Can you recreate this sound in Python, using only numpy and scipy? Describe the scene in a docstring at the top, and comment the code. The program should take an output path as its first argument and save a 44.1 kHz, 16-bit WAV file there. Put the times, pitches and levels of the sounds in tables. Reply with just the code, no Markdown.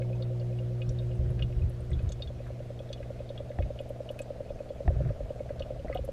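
"""A mains hum and a fast, even bubbling, under water in a fish tank: a camera housing drifts from a humming
filter motor towards an air outlet. Hum: sines on mains multiples plus narrow noise. Outlet: one string of
gliding sine bubbles repeated every 0.1 s, then loose bubbles. Tiny bubbles ping by striking the tank modes.
The moved housing rumbles and booms (resonant noise), rubs (grainy noise) and knocks (decaying modes)."""
import sys
import numpy as np
from scipy import signal
from scipy.io import wavfile
from scipy.ndimage import uniform_filter1d

SR = 44100
rng = np.random.default_rng(int(sys.argv[2]) if len(sys.argv) > 2 else 0)


def unload_wav(signal):
    """Save mono or channel-first audio to the path in sys.argv[1] as 16-bit WAV at rate SR, clipped to [-1, 1]."""
    wavfile.write(
        sys.argv[1],
        SR,
        np.round(np.clip(np.atleast_2d(signal).T, -1, 1) * 32767).astype(np.int16),
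    )


N = 269892
T = np.arange(N) / SR
BAND_TOP_HZ = 15200
STRING_PERIOD_S, FIRST_STRING_S, STRINGS_END_S = .10008, .0012, 5.79  # period: six mains strokes

# camera path: [t/s, motor hum level/dB, air outlet level/dB, share of the open path to the outlet 0-1]
CAMERA_PATH = [(0, -32.5, -31, 0.35), (.75, -33, -36.5, 0.37), (1.25, -32, -34.5, 0.53),
               (1.6, -36, -39.5, 0.59), (2.2, -42.5, -35, 1), (2.8, -44.5, -31.5, 1), (3.3, -45.5, -30, 1),
               (3.8, -48, -27, 1), (4.3, -50.5, -27, 1), (4.8, -59, -27, 0.99), (5.3, -55.5, -26.5, 1),
               (6.12, -48, -23, 0.92)]
# one string: [delay/s, f at onset/Hz before detune, decay/s, shadowed-path level/dB, open-path level/dB],
# levels relative to the outlet
BUBBLE_STRING = [(-.0008, 553, .009, -24, 0), (-.0005, 570, .004, -2, -30), (.007, 525, .018, 0, -28),
                 (.009, 625, .014, -10, -30), (.014, 560, .007, -30, -15), (.026, 550, .006, -5, -16),
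                 (.043, 570, .007, -10, -17), (.047, 890, .014, -22, -38), (.0525, 560, .004, -11, -7),
                 (.057, 600, .006, -20, -9), (.061, 570, .007, -7, -24), (.065, 720, .01, -20, -22),
                 (.076, 570, .008, -10, -17), (.085, 610, .007, -18, -15), (.093, 570, .005, -10, -15)]
# large bubbles out of step: [t/s, level/dB, f at onset/Hz, decay/s]
LOOSE_BUBBLES = [(5.796, -35.5, 540, 0.015), (5.847, -22.5, 507, 0.0024), (5.852, -28, 560, 0.0053),
                 (5.859, -39.5, 700, 0.011), (5.879, -42, 630, 0.023), (5.899, -21, 543, 0.0046),
                 (5.909, -34, 538, 0.02), (5.952, -25, 530, 0.0091), (5.955, -30, 718, .014),
                 (5.99, -27.5, 526, 0.0076), (6.04, -35, 530, 0.013), (6.079, -26.5, 543, 0.0027),
                 (6.088, -23.5, 540, 0.0083)]


def outlet():
    """Air outlet: the same string of bubbles repeats; weak bubbles vary more than strong ones."""
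    out = np.zeros(N)
    _, level_db, open_path = curves(CAMERA_PATH)
    for start_s in np.arange(FIRST_STRING_S, STRINGS_END_S, STRING_PERIOD_S):
        share = np.clip(open_path[round(start_s * SR)], 0, 1)
        chances = rng.standard_normal((len(BUBBLE_STRING), 3))
        for (delay_s, hz, decay_s, shadowed_db, open_db), chance in zip(BUBBLE_STRING, chances):
            size = (1 - share) * gain_of(shadowed_db) + share * gain_of(open_db)
            scatter_db = 2.6 - 2.2 * min(size, 1) ** .5
            jitter_s = .00015 * scatter_db * chance[1]
            detune = 1 + .008 * scatter_db * chance[2]
            if start_s + delay_s < STRINGS_END_S:
                sound = size * gain_of(scatter_db * chance[0]) * bubble(hz * detune, decay_s)
                add(out, start_s + delay_s + jitter_s, sound)
    out *= gain_of(level_db)
    for start_s, db, hz, decay_s in LOOSE_BUBBLES:
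        add(out, start_s, gain_of(db) * bubble(hz, decay_s))
    return out


def bubble(hz, decay_s, rise_s=0.0016, push_db=-12):
    """A bubble pinches off with a low push, rings with rising pitch and is damped by the next surge of air."""
    glide = 0.0093  # pitch rises by 2 * glide per decay time
    t = np.arange(round(4 * decay_s * SR)) / SR
    rise = 1 - np.exp(-t / rise_s)
    envelope = rise * (np.exp(-(t / decay_s) ** 2.03) + 0.22 * np.exp(-t / decay_s))
    ring = envelope * np.sin(2 * np.pi * hz * (t + glide * t ** 2 / decay_s))
    push = gain_of(push_db) * np.sin(2 * np.pi * 320 * t) * rise * np.exp(-(t / 0.0072) ** 2)
    return -ring - push


MAINS_HZ, WHINE_END_S, WHINE_FADE_S = 59.95, 2.95, .2
# hum: [multiple of mains, filter motor level/dB re path hum level, air pump level/dB]
HUM = [(1, -15, -71), (2, 0, -55.5), (3, -17.5, -76.5), (4, -34.5, -59.5), (5, -36, -65.5),
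       (6, -15.5, -75.5), (7, -38.5, -69.5), (8, -32, -65), (11, -36.5, -87)]
# rattle that fades with the motor: (f/Hz, width/Hz, level/dB re path hum level)
CASING_RATTLE = (186, 19, -22.5)
# faint high whistle that stops: (f/Hz, width/Hz, level/dB before its fade)
HIGH_WHINE = (12250, 260, -92)
# steady tone: (f/Hz, level/dB)
STEADY_DRONE = (189.9, -59.5)


def pumps():
    """Mains hum of the filter motor follows the camera path; the buzz of the air pump stays."""
    motor_gain = gain_of(curves(CAMERA_PATH)[0])
    out = motor_gain * whistle(*CASING_RATTLE)
    out += whistle(*HIGH_WHINE) * np.clip((WHINE_END_S - T) / WHINE_FADE_S, 0, 1)
    for multiple, motor_db, pump_db in HUM:
        out += (motor_gain * gain_of(motor_db) + gain_of(pump_db)) * tone(multiple * MAINS_HZ)
    drone_hz, drone_db = STEADY_DRONE
    return out + gain_of(drone_db) * tone(drone_hz)


def tone(hz):
    """Sine of power 1 with a chance phase."""
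    return np.sqrt(2) * np.sin(2 * np.pi * (hz * T + rng.random()))


def whistle(hz, width_hz, db):
    """Noise through a narrow resonance, twice."""
    once = resonate(rng.standard_normal(N), hz, width_hz)
    return gain_of(db) * evened(resonate(once, hz, width_hz))


DENSE_HZ, DENSE_STEP_HZ = 5280, 150.  # modes crowd together above this
EDGE_DB = -30  # share of a low ping that stirs the first crowded modes
FAR_DB, FAR_COUNT = -63, 20
LEAD_S, LEAD_DB, LEAD_CHANCE = .011, -56, .3  # faint ping just ahead of a string
# water modes between glass walls: [f/Hz, level/dB before chance spread, t60/s]
TANK_MODES = [(1226, 6.5, 0.14), (1648, 8, 0.038), (2002, -5, 0.039), (2204, -7, 0.073), (2528, 0.5, 0.061),
              (2840, 2, 0.04), (2975, -3.5, 0.036), (3267, -3, 0.038), (3405, -1, 0.063), (3700, -1, 0.064),
              (4150, 6.5, 0.018), (4360, 4, 0.053), (4800, 5, 0.035), (5500, -7, 0.026)]
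# tiny bubbles; a ping with both a low and a bright treble part takes two rows:
# [t/s, level/dB, centre f/Hz, bandwidth/octaves]
TINY_BUBBLES = [(0.02, -44.5, 2200, 0.33), (0.13, -48.5, 2500, 0.34), (.2226, -38, 3890, .27),
                (.3977, -49.5, 4620, .6), (.413, -51, 2830, .2), (.527, -55, 2540, .2),
                (0.588, -43.5, 2880, .32), (.818, -36.5, 2660, 0.28), (0.891, -43.5, 5730, 0.33),
                (.89, -51, 3640, 0.45), (.987, -43, 3660, .21), (1.1143, -50, 2820, .31),
                (1.3028, -58, 10200, .2), (1.393, -42, 2420, .41), (1.4236, -29, 2870, 0.3),
                (1.5244, -49.5, 2350, .26), (1.6187, -51, 2520, .29), (1.6947, -54, 10400, 0.32),
                (1.804, -56.5, 8500, .2), (1.9034, -56.5, 8300, .2), (1.9154, -45.5, 2040, .28),
                (1.9315, -43.5, 3540, 0.13), (1.9907, -46.5, 2450, 0.5), (2.0898, -46.5, 6600, 0.27),
                (2.0898, -50, 3560, .3), (2.1202, -41, 6560, 0.27), (2.1194, -43.5, 3550, .63),
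                (2.2215, -32, 3650, 0.49), (2.274, -43, 3370, 0.23), (2.791, -47.5, 3320, .2),
                (2.89, -51.5, 3580, 0.17), (2.929, -34.5, 3510, 0.49), (2.9288, -46, 6000, .4),
                (2.9761, -50, 2980, .26), (3.0278, -45.5, 2040, 0.35), (3.1907, -54, 2440, .26),
                (3.2912, -45, 3590, .3), (3.3764, -39.5, 3180, .17), (3.5154, -48, 2080, .31),
                (3.6228, -42, 2300, 0.34), (3.789, -40.5, 3000, 0.24), (3.8104, -59, 10000, 0.42),
                (3.8912, -55, 11200, 0.71), (4.09, -37.5, 3050, 0.19), (4.112, -53.5, 10000, 1),
                (4.1904, -36.5, 2560, 0.41), (4.19, -48, 9200, 0.97), (4.217, -43.5, 7740, 0.32),
                (4.219, -50, 2450, 0.62), (4.4913, -53, 2440, .26), (4.5895, -53, 2400, .3),
                (4.6908, -51.5, 3530, 0.47), (5.0898, -51, 1880, 0.84), (5.393, -51.5, 2180, .29),
                (5.4912, -46, 1920, 0.22), (5.5952, -43.5, 3840, 1), (5.5952, -55, 5800, .3),
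                (5.6222, -37, 2970, .26), (5.793, -50.5, 2980, .24), (5.882, -44, 2020, 0.16),
                (5.927, -35.5, 2084, 0.19), (5.928, -48, 1250, .1), (5.9464, -42, 3090, .19),
                (5.9464, -52, 13000, 0.9), (5.971, -37, 3060, 0.19), (6.0487, -50, 11050, 0.83)]


def pings():
    """Each tiny bubble strikes the tank modes near its own pitch, or a patch of the crowded ones."""
    out = np.zeros(N)
    grid_hz = np.arange(DENSE_HZ, BAND_TOP_HZ, DENSE_STEP_HZ)
    crowded_hz = grid_hz + 60 * rng.standard_normal(len(grid_hz))
    crowded = np.c_[crowded_hz, 0 * grid_hz, .04 + 0 * grid_hz]  # 0 dB, t60 0.04 s
    all_modes = list(TANK_MODES) + list(crowded)
    for when, pitch in rng.random((FAR_COUNT, 2)):  # far bubbles at chance moments
        far = strike(all_modes, 2300 * 5 ** pitch, .1, rise_s=.001, spill=0)
        add(out, when * N / SR, gain_of(FAR_DB) * far)
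    starts = np.arange(FIRST_STRING_S + STRING_PERIOD_S, STRINGS_END_S, STRING_PERIOD_S)
    for start_s, (luck, pitch) in zip(starts, rng.random((len(starts), 2))):
        if luck < LEAD_CHANCE:
            lead = strike(TANK_MODES, 2000 * 1.8 ** pitch, .26, rise_s=.0004, spill=0)
            add(out, start_s - LEAD_S, gain_of(LEAD_DB) * lead)
    for start_s, db, hz, octaves in TINY_BUBBLES:
        if hz > DENSE_HZ:
            ping = strike(crowded, hz, octaves, rise_s=0.00037, spill=0.014)
        else:
            edge = strike(crowded, DENSE_HZ, octaves, rise_s=0.0005, spill=0.055)
            ping = strike(TANK_MODES, hz, octaves, rise_s=0.00053, spill=0.021) + gain_of(EDGE_DB) * edge
        add(out, start_s, gain_of(db) * ping)
    return out


def strike(modes, hz, octaves, rise_s, spill):
    """Rings the modes near hz, the closest most, each with chance strength and phase; weights have unit norm."""
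    t = np.arange(4000) / SR
    mode_hz, mode_db, t60_s = np.transpose(modes)[:, :, None]
    spread, phase = rng.standard_normal((len(modes), 2)).T[:, :, None]
    apart = np.log2(mode_hz / hz)  # octaves
    broad = .5 * np.exp(-.5 * (apart / max(octaves, .05)) ** 2)
    sharp = 1.5 * np.exp(-.5 * (apart / .04) ** 2)
    weight = (broad + sharp + spill) * gain_of(mode_db + 2 * spread)
    ring = weight * gain_of(-60 * t / t60_s) * np.sin(2 * np.pi * mode_hz * t + 2 * phase)
    return ring.sum(0) * (1 - np.exp(-t / rise_s)) / np.sqrt(np.sum(weight ** 2))


def housing():
    """Camera housing: grip and water flow shake it, fingers rub it, and it is knocked twice."""
    return shaking() + rubbing() + knocks()


def shaking():
    """Low rumble and the boom of the flexing case: noise through stacked resonances."""
    rumble_gain, boom_gain = grip()
    shake, flex, creak = rng.standard_normal((3, N))
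    rumble = evened(resonate(resonate(shake, 48, 28), 67.5, 49.5))
    boom = evened(resonate(resonate(resonate(flex, 131.7, 63), 117.3, 54), 120, 81))
    second_mode = evened(resonate(resonate(creak, 355, 90), 367, 120))
    return rumble_gain * rumble + boom_gain * (boom + gain_of(-16.0) * second_mode)


JOLT_RISE_S, JOLT_T60_S = 0.017, 0.2
CALM_BOOM_DB, LUMP_DB, LUMP_S = -9.5, 2, 0.045  # boom re rumble; lump depth and smoothing
# steady shaking between jolts: [t/s, rumble level/dB before lumps]
STEADY_SHAKE = [(0, -48), (.8, -51.5), (1.1, -40), (2.3, -45.5), (3.4, -49.5), (4.7, -50.5), (5.4, -43),
                (6.12, -39.5)]
# jolts of the hand: [t/s, hold/s, rumble level/dB, case boom level/dB]
HAND_JOLTS = [(0.85, 0.037, -34.5, -42), (1.156, 0.16, -35, -40.5), (1.3, 0.13, -33, -37),
              (1.556, 0.098, -28, -40.5), (1.79, 0.084, -37, -60), (1.901, .06, -30, -36),
              (2.023, 0.045, -26.5, -41.5), (2.245, 0.014, -38.5, -43.5), (2.46, 0.067, -40, -67),
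              (3.577, 0.08, -34.5, -45), (4.485, 0.021, -42, -50), (4.845, 0.11, -32, -34.5),
              (4.966, .13, -31, -34), (5.183, 0.045, -34.5, -46), (5.4, 0.18, -51, -49)]


def grip():
    """Gains of rumble and boom: lumpy steady shaking, and jolts that rise, hold and die away."""
    size = round(LUMP_S * SR)
    lumps = evened(uniform_filter1d(uniform_filter1d(rng.standard_normal(N), size), size))
    calm = gain_of(curves(STEADY_SHAKE)[0] + LUMP_DB * lumps)
    power = np.array([calm, calm * gain_of(CALM_BOOM_DB)]) ** 2
    for start_s, hold_s, rumble_db, boom_db in HAND_JOLTS:
        rise = np.clip((T - start_s) / JOLT_RISE_S, 0, 1)
        fall_db = -60 * np.maximum(T - start_s - JOLT_RISE_S - hold_s, 0) / JOLT_T60_S
        power += (gain_of([[rumble_db], [boom_db]]) * rise * gain_of(fall_db)) ** 2
    return np.sqrt(power)


# rub spectrum: [f/Hz, relative level/dB per Hz]
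RUB_SPECTRUM = [(700, -33), (1000, -5), (1300, 2.5), (1700, 0), (2000, -6), (2600, -7)]
# scrapes: [t/s, length/s, level/dB]
RUB_SCRAPES = [(1.222, .12, -63), (1.36, 0.076, -61.5), (1.9, 0.24, -70), (2.453, 0.066, -60.5),
               (4.883, 0.24, -63), (5.006, 0.13, -64), (5.482, 0.043, -58), (5.858, 0.14, -58.5)]


def rubbing():
    """Fingers on the housing: coloured noise made grainy by stick and slip, gated by pressure."""
    rub, pressure = coloured(RUB_SPECTRUM, patchy_db=1.0), np.zeros(N)
    for start_s, length_s, db in RUB_SCRAPES:
        add(pressure, start_s, gain_of(db) * signal.windows.tukey(round(length_s * SR), .6))
    grain_db = 3.5 * evened(uniform_filter1d(rng.standard_normal(N), size=200))
    return pressure * evened(gain_of(grain_db) * rub)


THUMP_LAG_S = .004
# knocks: [t/s, shell ring level/dB, thump level/dB]
CASE_KNOCKS = [(3.587, -28.5, -16), (4.878, -24, -12.5)]
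# low modes of the whole case: [f/Hz, level/dB re thump, t60/s]
THUMP_MODES = [(81, 0.5, 0.11), (124.4, -14.5, 0.16), (59.2, -10.5, 0.38)]
# shell modes: [f/Hz, level/dB re shell ring, t60/s]
SHELL_MODES = [(708, 2, 0.034), (340, -6, 0.051), (1190, -22, 0.045), (1820, -2.5, 0.011),
               (2600, -19, 0.018), (3500, -23, 0.014)]


def knocks():
    """A knock rings the shell, then the whole case a little later and with a slower rise."""
    out, n = np.zeros(N), np.arange(15000)
    thump = -ring_of(THUMP_MODES) * (1 - np.exp(-n / 130))  # rises in samples
    shell = ring_of(SHELL_MODES) * (1 - np.exp(-n / 30))
    for start_s, shell_db, thump_db in CASE_KNOCKS:
        add(out, start_s + THUMP_LAG_S, gain_of(thump_db) * thump)
        add(out, start_s, gain_of(shell_db) * shell)
    return out


def ring_of(modes):
    """Sum of exponentially decaying sines."""
    t = np.arange(15000) / SR
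    return sum(gain_of(db - 60 * t / t60_s) * np.sin(2 * np.pi * hz * t) for hz, db, t60_s in modes)


# water flow and microphone hiss: [f/Hz, relative level/dB per Hz]
FLOOR_SPECTRUM = [(18, 0), (40, 8), (90, -3.5), (200, -18.5), (280, -11), (490, -9), (600, -15), (750, -13),
                  (850, -21.5), (1340, -22), (3420, -28), (7000, -36.5), (12200, -44), (15100, -50.5)]


def background():
    """Water flow and microphone hiss as one coloured noise."""
    return gain_of(-49) * coloured(FLOOR_SPECTRUM, patchy_db=1.2)


def coloured(points, patchy_db):
    """Noise of a given spectrum with patches that drift over time and frequency."""
    bin_hz = np.fft.rfftfreq(1024, 1 / SR)
    point_hz, point_db = np.transpose(points)
    real, imag, patches = rng.standard_normal((N // 256 + 5, 513, 3)).T
    patches = evened(uniform_filter1d(uniform_filter1d(patches, size=12, axis=0), size=8, axis=1))
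    shape_db = np.interp(np.log(bin_hz + 1), np.log(point_hz + 1), point_db, left=-90, right=-90)[:, None]
    spectrum = (real + 1j * imag) * gain_of(shape_db + patchy_db * patches)
    return evened(signal.istft(spectrum, nperseg=1024, noverlap=768)[1][:N])


def resonate(x, hz, width_hz):
    """Resonance: shifts hz down to zero, smooths with one pole, and shifts back."""
    turn = np.exp(2j * np.pi * np.cumsum(hz * np.ones(len(x))) / SR)
    pole = np.exp(-np.pi * width_hz / SR)
    return 2 * (turn * signal.lfilter([1 - pole], [1, -pole], x / turn)).real


def gain_of(db):
    """Amplitude factor from dB."""
    return 10 ** (np.asarray(db) / 20)


def evened(x):
    """Scales to RMS 1."""
    return x / np.sqrt(np.mean(x ** 2) + 1e-20)


def curves(rows):
    """Interpolates each column over time, first column t/s."""
    s, *columns = np.transpose(rows)
    return [np.interp(T, s, c) for c in columns]


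def add(mix, start_s, sound):
    """Adds a sound in place, cut at the end of the mix."""
    part = mix[max(round(start_s * SR), 0):][:len(sound)]
    part += sound[:len(part)]


def scene():
    """Sum of all sources, one channel."""
    return (outlet() + pumps() + pings() + housing() + background())[None]


def record(dry):
    """Band limit of the camera: linear-phase low-pass."""
    lowpass = signal.firwin(511, BAND_TOP_HZ, window=("kaiser", 9), fs=SR)
    return signal.oaconvolve(dry, lowpass[None], "same")


dry = scene()
out = record(dry)
unload_wav(out)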